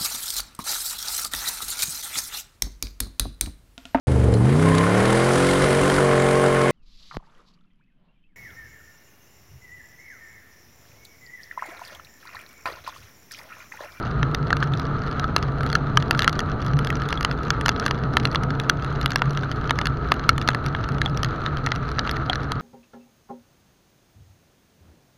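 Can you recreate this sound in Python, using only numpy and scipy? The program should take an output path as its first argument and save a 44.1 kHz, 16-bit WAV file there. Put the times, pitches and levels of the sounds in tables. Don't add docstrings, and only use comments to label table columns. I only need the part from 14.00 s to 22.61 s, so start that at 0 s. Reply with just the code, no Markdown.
import sys
import numpy as np
from scipy import signal
from scipy.fft import rfft, irfft, next_fast_len
from scipy.io import wavfile

SR = 44100
rng = np.random.default_rng(int(sys.argv[2]) if len(sys.argv) > 2 else 0)


def store_pcm(level_fs):
    pcm = np.round(np.clip(level_fs, -1, 1) * 32767).astype(np.int16)
    wavfile.write(sys.argv[1], SR, np.atleast_2d(pcm).T)


N = 379701
TIME = np.arange(N) / SR
CUTOFF_HZ = 16000
# frequency in Hz, width in Hz.
HOLLOW_MODE = (139.3, 32.2)
# start in seconds, strength in dB, hardness in dB, spray in dB.
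LARGE_DROPS = [(0.2296, -22.5, -4, -7), (0.3473, -28.5, 8, -1), (0.505, -21, -16, -17),
               (0.5284, -13.5, -8, -12), (0.5685, -28, -2, 1), (0.6267, -22, -6, -27),
               (0.7972, -32, 0.5, 0), (1.1965, -30, 3, 0), (1.3637, -15.5, 3, 1.5), (1.427, -32, 1.5, 0),
               (1.6078, -25, -13, 4), (1.6327, -32.5, -4, 7), (1.664, -33, 1, 3), (1.7009, -31.5, 1.5, -2),
               (1.7289, -28, 4.5, 0), (1.753, -12.5, -5, -1), (1.9726, -8.5, -1, -5), (2.0246, -31, 2, -4),
               (2.1097, -15.5, 1.5, 4), (2.1927, -21, 5, 1), (2.205, -28, -3, -5), (2.221, -24.5, 7, 2),
               (2.2314, -27, -5, 2), (2.2447, -23, 1, 4), (2.2778, -9, -5, -6), (2.2948, -30, 1, 6),
               (2.3287, -32.5, 0.5, 6), (2.392, -22.5, 0.5, 3), (2.4038, -33, 5, 3), (2.6643, -37, 1.5, 8),
               (2.7347, -35, 0, -12), (2.7901, -28, -1.5, 6), (2.8475, -34, 3.5, 8), (2.8717, -29, 2.5, 0),
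               (2.9031, -25.5, 1, 2), (2.955, -42, 9, -4), (3.0197, -28, -7, 4), (3.0888, -35.5, 6, 6.5),
               (3.1057, -36, 3, 1), (3.1271, -22.5, -2.5, 0), (3.2092, -27, -4.5, 9), (3.229, -32.5, 2, 2),
               (3.2485, -17.5, 1.5, 0), (3.3127, -27.5, 0, -4.5), (3.5043, -18.5, 2.5, -1),
               (3.6115, -29, 0.5, 6), (3.6603, -18, -1.5, 6), (3.6823, -20.5, -1.5, 5), (3.6917, -17, 3, 4),
               (3.7624, -36.5, 6, -20), (3.7982, -27, 0, 4), (3.863, -18.5, -3, 9), (3.8805, -28, -2, -2),
               (3.9103, -22.5, 1, -5), (4.1694, -13.5, -0.5, -1), (4.1994, -38, 8, -5),
               (4.2534, -20, 6, -6), (4.3477, -21.5, -8, 2), (4.3576, -22, 5, -20), (4.4352, -36.5, 3.5, 9),
               (4.5053, -32, 0.5, -5), (4.5993, -31.5, 8, 2), (4.6969, -12.5, 2, 4.5), (4.846, -36, 1, 3),
               (5.013, -35.5, 7.5, 2), (5.0598, -20, 3.5, 2), (5.106, -33, 3, 4), (5.1187, -26, -1.5, 2),
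               (5.1587, -18, 2.5, 4), (5.2195, -16, -9.5, -1), (5.3072, -37, 1.5, 5), (5.3738, -29, 3, -6),
               (5.5152, -30, 0, 1), (5.695, -26, 0, -21), (5.708, -15.5, -4.5, 5.5), (5.7885, -23.5, -1, 1),
               (5.8143, -26, -0.5, 2), (5.8563, -24.5, -0.5, 6), (5.87, -23, 2, 0),
               (6.1191, -11.5, -4.5, -4), (6.195, -34.5, 2, -10), (6.2917, -5, -1, -5),
               (6.3803, -24.5, -4.5, 9.5), (6.4149, -31, 3.5, -4), (6.4765, -24, 2.5, -1),
               (6.4876, -14, -1, -1), (6.5473, -21.5, -6.5, 5), (6.6626, -37.5, 9, 5),
               (6.7491, -23.5, -7, -16), (6.8396, -34.5, 1, -11), (6.889, -30, -7, 7),
               (7.0164, -19.5, -2, 1), (7.1737, -36, 7.5, 4), (7.232, -23, 1, 4), (7.2464, -27.5, 3, 3),
               (7.4626, -30.5, 8, -19), (7.571, -32, 0.5, -3), (7.6634, -28.5, 3.5, 8.5),
               (7.6708, -22, -17, -12), (7.7187, -23, -0.5, -18), (7.76, -37, 5, 1), (7.916, -33, -4, 8),
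               (7.985, -22, -15, -12), (7.9926, -26, 9.5, -13), (8.0747, -29, 0, -11),
               (8.0938, -24.5, 0, -8), (8.1124, -32.5, 6, 6), (8.1677, -30.5, -3, 0),
               (8.3314, -24, 2.5, -23), (8.3564, -28.5, 2, -8), (8.5193, -27, 3, 5.5)]


def amp(db):
    return 10 ** (np.asarray(db) / 20)


def unit(x):
    return x / np.sqrt(np.mean(x ** 2) + 1e-20)


def add(mix, start_s, sound):
    part = mix[max(round(start_s * SR), 0):][:len(sound)]
    part += sound[:len(part)]


def colour(x, points):
    hz, db = np.transpose(points)
    size = next_fast_len(N)
    bins_hz = np.fft.rfftfreq(size, 1 / SR)
    gain_db = np.interp(np.log(bins_hz + 1), np.log(hz), db, right=-np.inf)
    return unit(irfft(rfft(x, size) * amp(gain_db), size)[:N])


def wander(rate_hz):
    bins_hz = np.fft.rfftfreq(N // 100, 100 / SR)
    spectrum = rfft(rng.standard_normal(N // 100))
    slow = irfft(spectrum / (1 + (bins_hz / rate_hz) ** 4))
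    return unit(np.interp(TIME, np.linspace(0, TIME[-1], len(slow)), slow))


def cycles(unevenness=0.001195, unevenness_hz=6.98):
    # time in seconds, firing rate in Hz.
    firing_rate = [(0, 55.8), (1.7, 55.9), (2.9, 55.7), (3.9, 55.5), (5.6, 55.7), (6.2, 55.55), (7, 55.5),
                   (7.6, 55.3), (8.61, 54.7)]
    rate_hz = np.interp(TIME, *np.transpose(firing_rate))
    return np.cumsum(rate_hz * (1 + unevenness * wander(unevenness_hz))) / SR


def engine(turns, waver_db=3.5, waver_hz=4.5):
    # multiple of the firing rate, rms level in dB before the waver.
    harmonics = [(2, -43), (3, -52), (5, -53), (6, -49), (8, -56), (9, -54), (21, -48), (23, -47),
                 (24, -48), (25, -53)]
    out = np.zeros(N)
    for multiple, db in harmonics:
        level = np.sqrt(2) * amp(db + waver_db * wander(waver_hz))
        out += level * np.sin(2 * np.pi * (round(multiple) * turns + rng.random()))
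    return out


def wind(boom_db=0.1, eddy_db=2.5, eddies_hz=9, buffet_s=0.056,
         rumble_db=-31, rumble_gust_db=0.2, roar_db=-0.5, gust_db=1.0):
    # time in seconds, boom in dB before boom_db, roar in dB before roar_db.
    air_swells = [(0, -28.5, -32), (1.2, -28.5, -31.5), (1.9, -28, -30.5), (2.3, -30, -30.5),
                  (2.9, -26.5, -31), (3.25, -30.5, -33), (4.2, -29, -29), (5.0, -29.5, -33.5),
                  (5.9, -31, -32.5), (7.1, -29, -32.5), (7.7, -32.5, -34.5), (8.61, -31, -33)]
    # peak time in seconds, rise of the boom in dB.
    buffets = [(.22, 7), (.58, 1), (1.27, 1.5), (1.46, 2), (1.99, 7), (2.75, 6), (4.05, 4.5), (4.48, 7),
               (5.3, 3.5), (6.38, 2.5), (7.13, 4)]
    # frequency in Hz, relative density in dB per Hz.
    rumble_spectrum = [(10, -7), (25, 6), (45, 2), (56, 14), (64, 11.5), (76, 10.5), (100, 5), (125, 4.5),
                       (170, -7), (300, -44)]
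    # frequency in Hz, relative density in dB per Hz.
    roar_spectrum = [(100, -7.5), (190, -2), (275, -0.5), (350, -8.5), (440, -2.5), (490, -9), (535, -14.5),
                     (600, -10.5), (730, -10.5), (820, -15), (930, -13), (1100, -19), (2000, -83)]
    swell_s, boom_swell_db, roar_swell_db = np.transpose(air_swells)
    hz, width_hz = HOLLOW_MODE
    pole = np.exp((2j * np.pi * hz - np.pi * width_hz) / SR)
    ring = signal.lfilter([1], np.poly([pole, pole]), rng.standard_normal(N))
    ring = unit((ring / (abs(ring) + 1e-9) ** 0.3).real)
    buffet_db = sum(db * np.exp(-((TIME - peak_s) / buffet_s) ** 2) for peak_s, db in buffets)
    boom_level_db = np.interp(TIME, swell_s, boom_swell_db) + buffet_db + boom_db
    boom = ring * amp(boom_level_db + eddy_db * np.tanh(wander(eddies_hz)))
    rumble = colour(rng.standard_normal(N), rumble_spectrum)
    rumble = rumble * amp(rumble_db + rumble_gust_db * wander(0.8))
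    roar_level_db = np.interp(TIME, swell_s, roar_swell_db) + roar_db
    roar = colour(rng.standard_normal(N), roar_spectrum)
    roar = roar * amp(roar_level_db + gust_db * wander(22))
    return boom + rumble + roar


def impact(strength_db, hardness_db, spray_db, slap_db=-5, fine_spray_db=-15.5):
    slap = strength_db + slap_db + hardness_db
    return np.transpose([strength_db, slap, slap + fine_spray_db + spray_db])


def splashes(levels_db, splash_s=0.0008, wetness=0.28, ring_top_hz=2200, slap_top_hz=5500,
             spot_db=0.5, detune=0.047):
    # frequency in Hz, width in Hz, relative resonance peak in dB.
    shell_modes = [(453, 430, -27), (740, 43, -27), (973, 69, -13), (1320, 141, 3), (1668, 153, -1.5),
                   (2040, 89, -13), (2787, 215, -9), (3350, 210, -5.5), (4055, 185, -6.5),
                   (4530, 240, -18.5), (5940, 310, -12), (10600, 460, -21.5)]
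    t = np.arange(1024) / SR
    blows = wetness * rng.standard_normal((len(levels_db), len(t))) * np.exp(-t / splash_s)
    blows[:, 0] -= 1
    shell = 0
    for hz, width_hz, db in shell_modes:
        spot, load = rng.standard_normal((2, len(levels_db), 1))
        mode = np.exp(-np.pi * width_hz * t) * np.cos(2 * np.pi * hz * (1 + detune * load) * t)
        shell = shell + amp(db + spot_db * spot) * width_hz * mode
    sounds = signal.fftconvolve(blows, shell, axes=1)[:, :len(t)]
    edges_hz = [250, ring_top_hz, slap_top_hz, CUTOFF_HZ]
    out = 0
    for k in range(3):
        band = signal.butter(4, edges_hz[k:k + 2], "band", fs=SR, output="sos")
        part = signal.sosfilt(band, sounds)
        rms = np.sqrt((part ** 2).sum(1, keepdims=True) / (0.008 * SR))
        out = out + part / rms * amp(levels_db[:, k:k + 1])
    return out


def heavy_drops(thump_db=-4, thump_t60_s=0.023):
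    starts_s, strength_db, hardness_db, spray_db = np.transpose(LARGE_DROPS)
    t, out = np.arange(SR // 10) / SR, np.zeros(N)
    thump = amp(thump_db - 60 * t / thump_t60_s) * np.sin(2 * np.pi * HOLLOW_MODE[0] * t)
    sounds = splashes(impact(strength_db, hardness_db, spray_db))
    for start_s, db, sound in zip(starts_s, strength_db, sounds):
        add(out, start_s, sound)
        add(out, start_s, -amp(db) * thump)
    return out


def pings(ring_db=-18, hardness_db=-4, spray_db=-20):
    # start in seconds, frequency in Hz, note peak in dB, t60 in seconds.
    notes = [(0.505, 1420, -11.5, 0.026), (0.627, 1510, -16, 0.032), (0.737, 3550, -18, 0.0097),
             (1.2423, 1290, -11, 0.034), (2.149, 1400, -11.5, 0.023), (2.927, 1340, -17, 0.03),
             (3.175, 3360, -21.5, .025), (3.826, 1480, -17.5, .03), (5.434, 1500, -14.5, 0.018),
             (7.06, 3370, -13, 0.023), (7.06, 790, -20.5, 0.036), (7.719, 1970, -12.5, 0.017),
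             (8.298, 3280, -9.5, 0.019), (8.298, 730, -15, 0.041)]
    t, out = np.arange(SR // 10) / SR, np.zeros(N)
    soft = splashes(impact(np.array(notes)[:, 2] + ring_db, hardness_db, spray_db))
    for (start_s, hz, db, t60_s), splash in zip(notes, soft):
        add(out, start_s, amp(db - 60 * t / t60_s) * np.sin(2 * np.pi * hz * t))
        add(out, start_s, splash)
    return out


def light_drops(count=28, strength_db=-37, spread_db=2, hardness_db=-1,
                spray_db=0, spray_spread_db=8, flurry_s=0.035):
    delay, size, burst = rng.uniform(-1, 1, (count, 3)).T
    by_strength = sorted(LARGE_DROPS, key=lambda row: -row[1])
    strongest_s = np.array(by_strength)[:count, 0]
    levels_db = impact(strength_db + spread_db * size, hardness_db, spray_db + spray_spread_db * burst)
    out = np.zeros(N)
    for start_s, sound in zip(strongest_s + flurry_s * delay, splashes(levels_db)):
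        add(out, start_s, sound)
    return out


def drizzle(count=300, ring_db=-46, slap_db=-49, spray_db=-70, spread_db=3.5, spray_spread_db=5):
    size, fineness = np.clip(rng.standard_normal((count, 2)), -2, 2).T
    levels_db = np.array([ring_db, slap_db, spray_db]) + spread_db * size[:, None]
    levels_db[:, 2] += spray_spread_db * fineness
    out = np.zeros(N)
    for start_s, sound in zip(rng.uniform(0, TIME[-1], count), splashes(levels_db)):
        add(out, start_s, sound)
    return out


def rush(turns, rush_db=-34.5, rattle=0.16, flutter_db=1.9, flutter_hz=17.6):
    # frequency in Hz, relative density in dB per Hz.
    rush_spectrum = [(500, -12.5), (1050, -12.5), (1270, 3), (1560, -6.5), (1800, -13.5), (2400, -24),
                     (3300, -26), (3750, -28), (4100, -21.5), (4950, -39), (5650, -42.5), (6200, -38),
                     (7000, -49), (9000, -69)]
    beat = 1 + rattle * sum(np.cos(2 * np.pi * k * turns) for k in range(1, 4))
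    noise = colour(rng.standard_normal(N) * beat, rush_spectrum)
    return noise * amp(rush_db + flutter_db * wander(flutter_hz))


def scene():
    turns = cycles()
    ride = engine(turns) + wind() + rush(turns)
    rain = heavy_drops() + pings() + light_drops() + drizzle()
    return (ride + rain)[None]


def record(dry, hiss_db=-76, ceiling=0.9, dull_hz=13000):
    # frequency in Hz, width in Hz.
    duct_notches = [(7950, 1500), (13400, 1300)]
    x = dry / (1 + (dry / ceiling) ** 4) ** (1 / 4)
    for hz, width_hz in duct_notches:
        x = signal.lfilter(*signal.iirnotch(hz, hz / width_hz, fs=SR), x)
    x = signal.sosfilt(signal.butter(5, dull_hz, fs=SR, output="sos"), x)
    x = x + amp(hiss_db) * rng.standard_normal(x.shape)
    band_limit = signal.firwin(511, CUTOFF_HZ, window=("kaiser", 9), fs=SR)
    return signal.oaconvolve(x, band_limit[None], "same")


dry = scene()
out = record(dry)
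store_pcm(out)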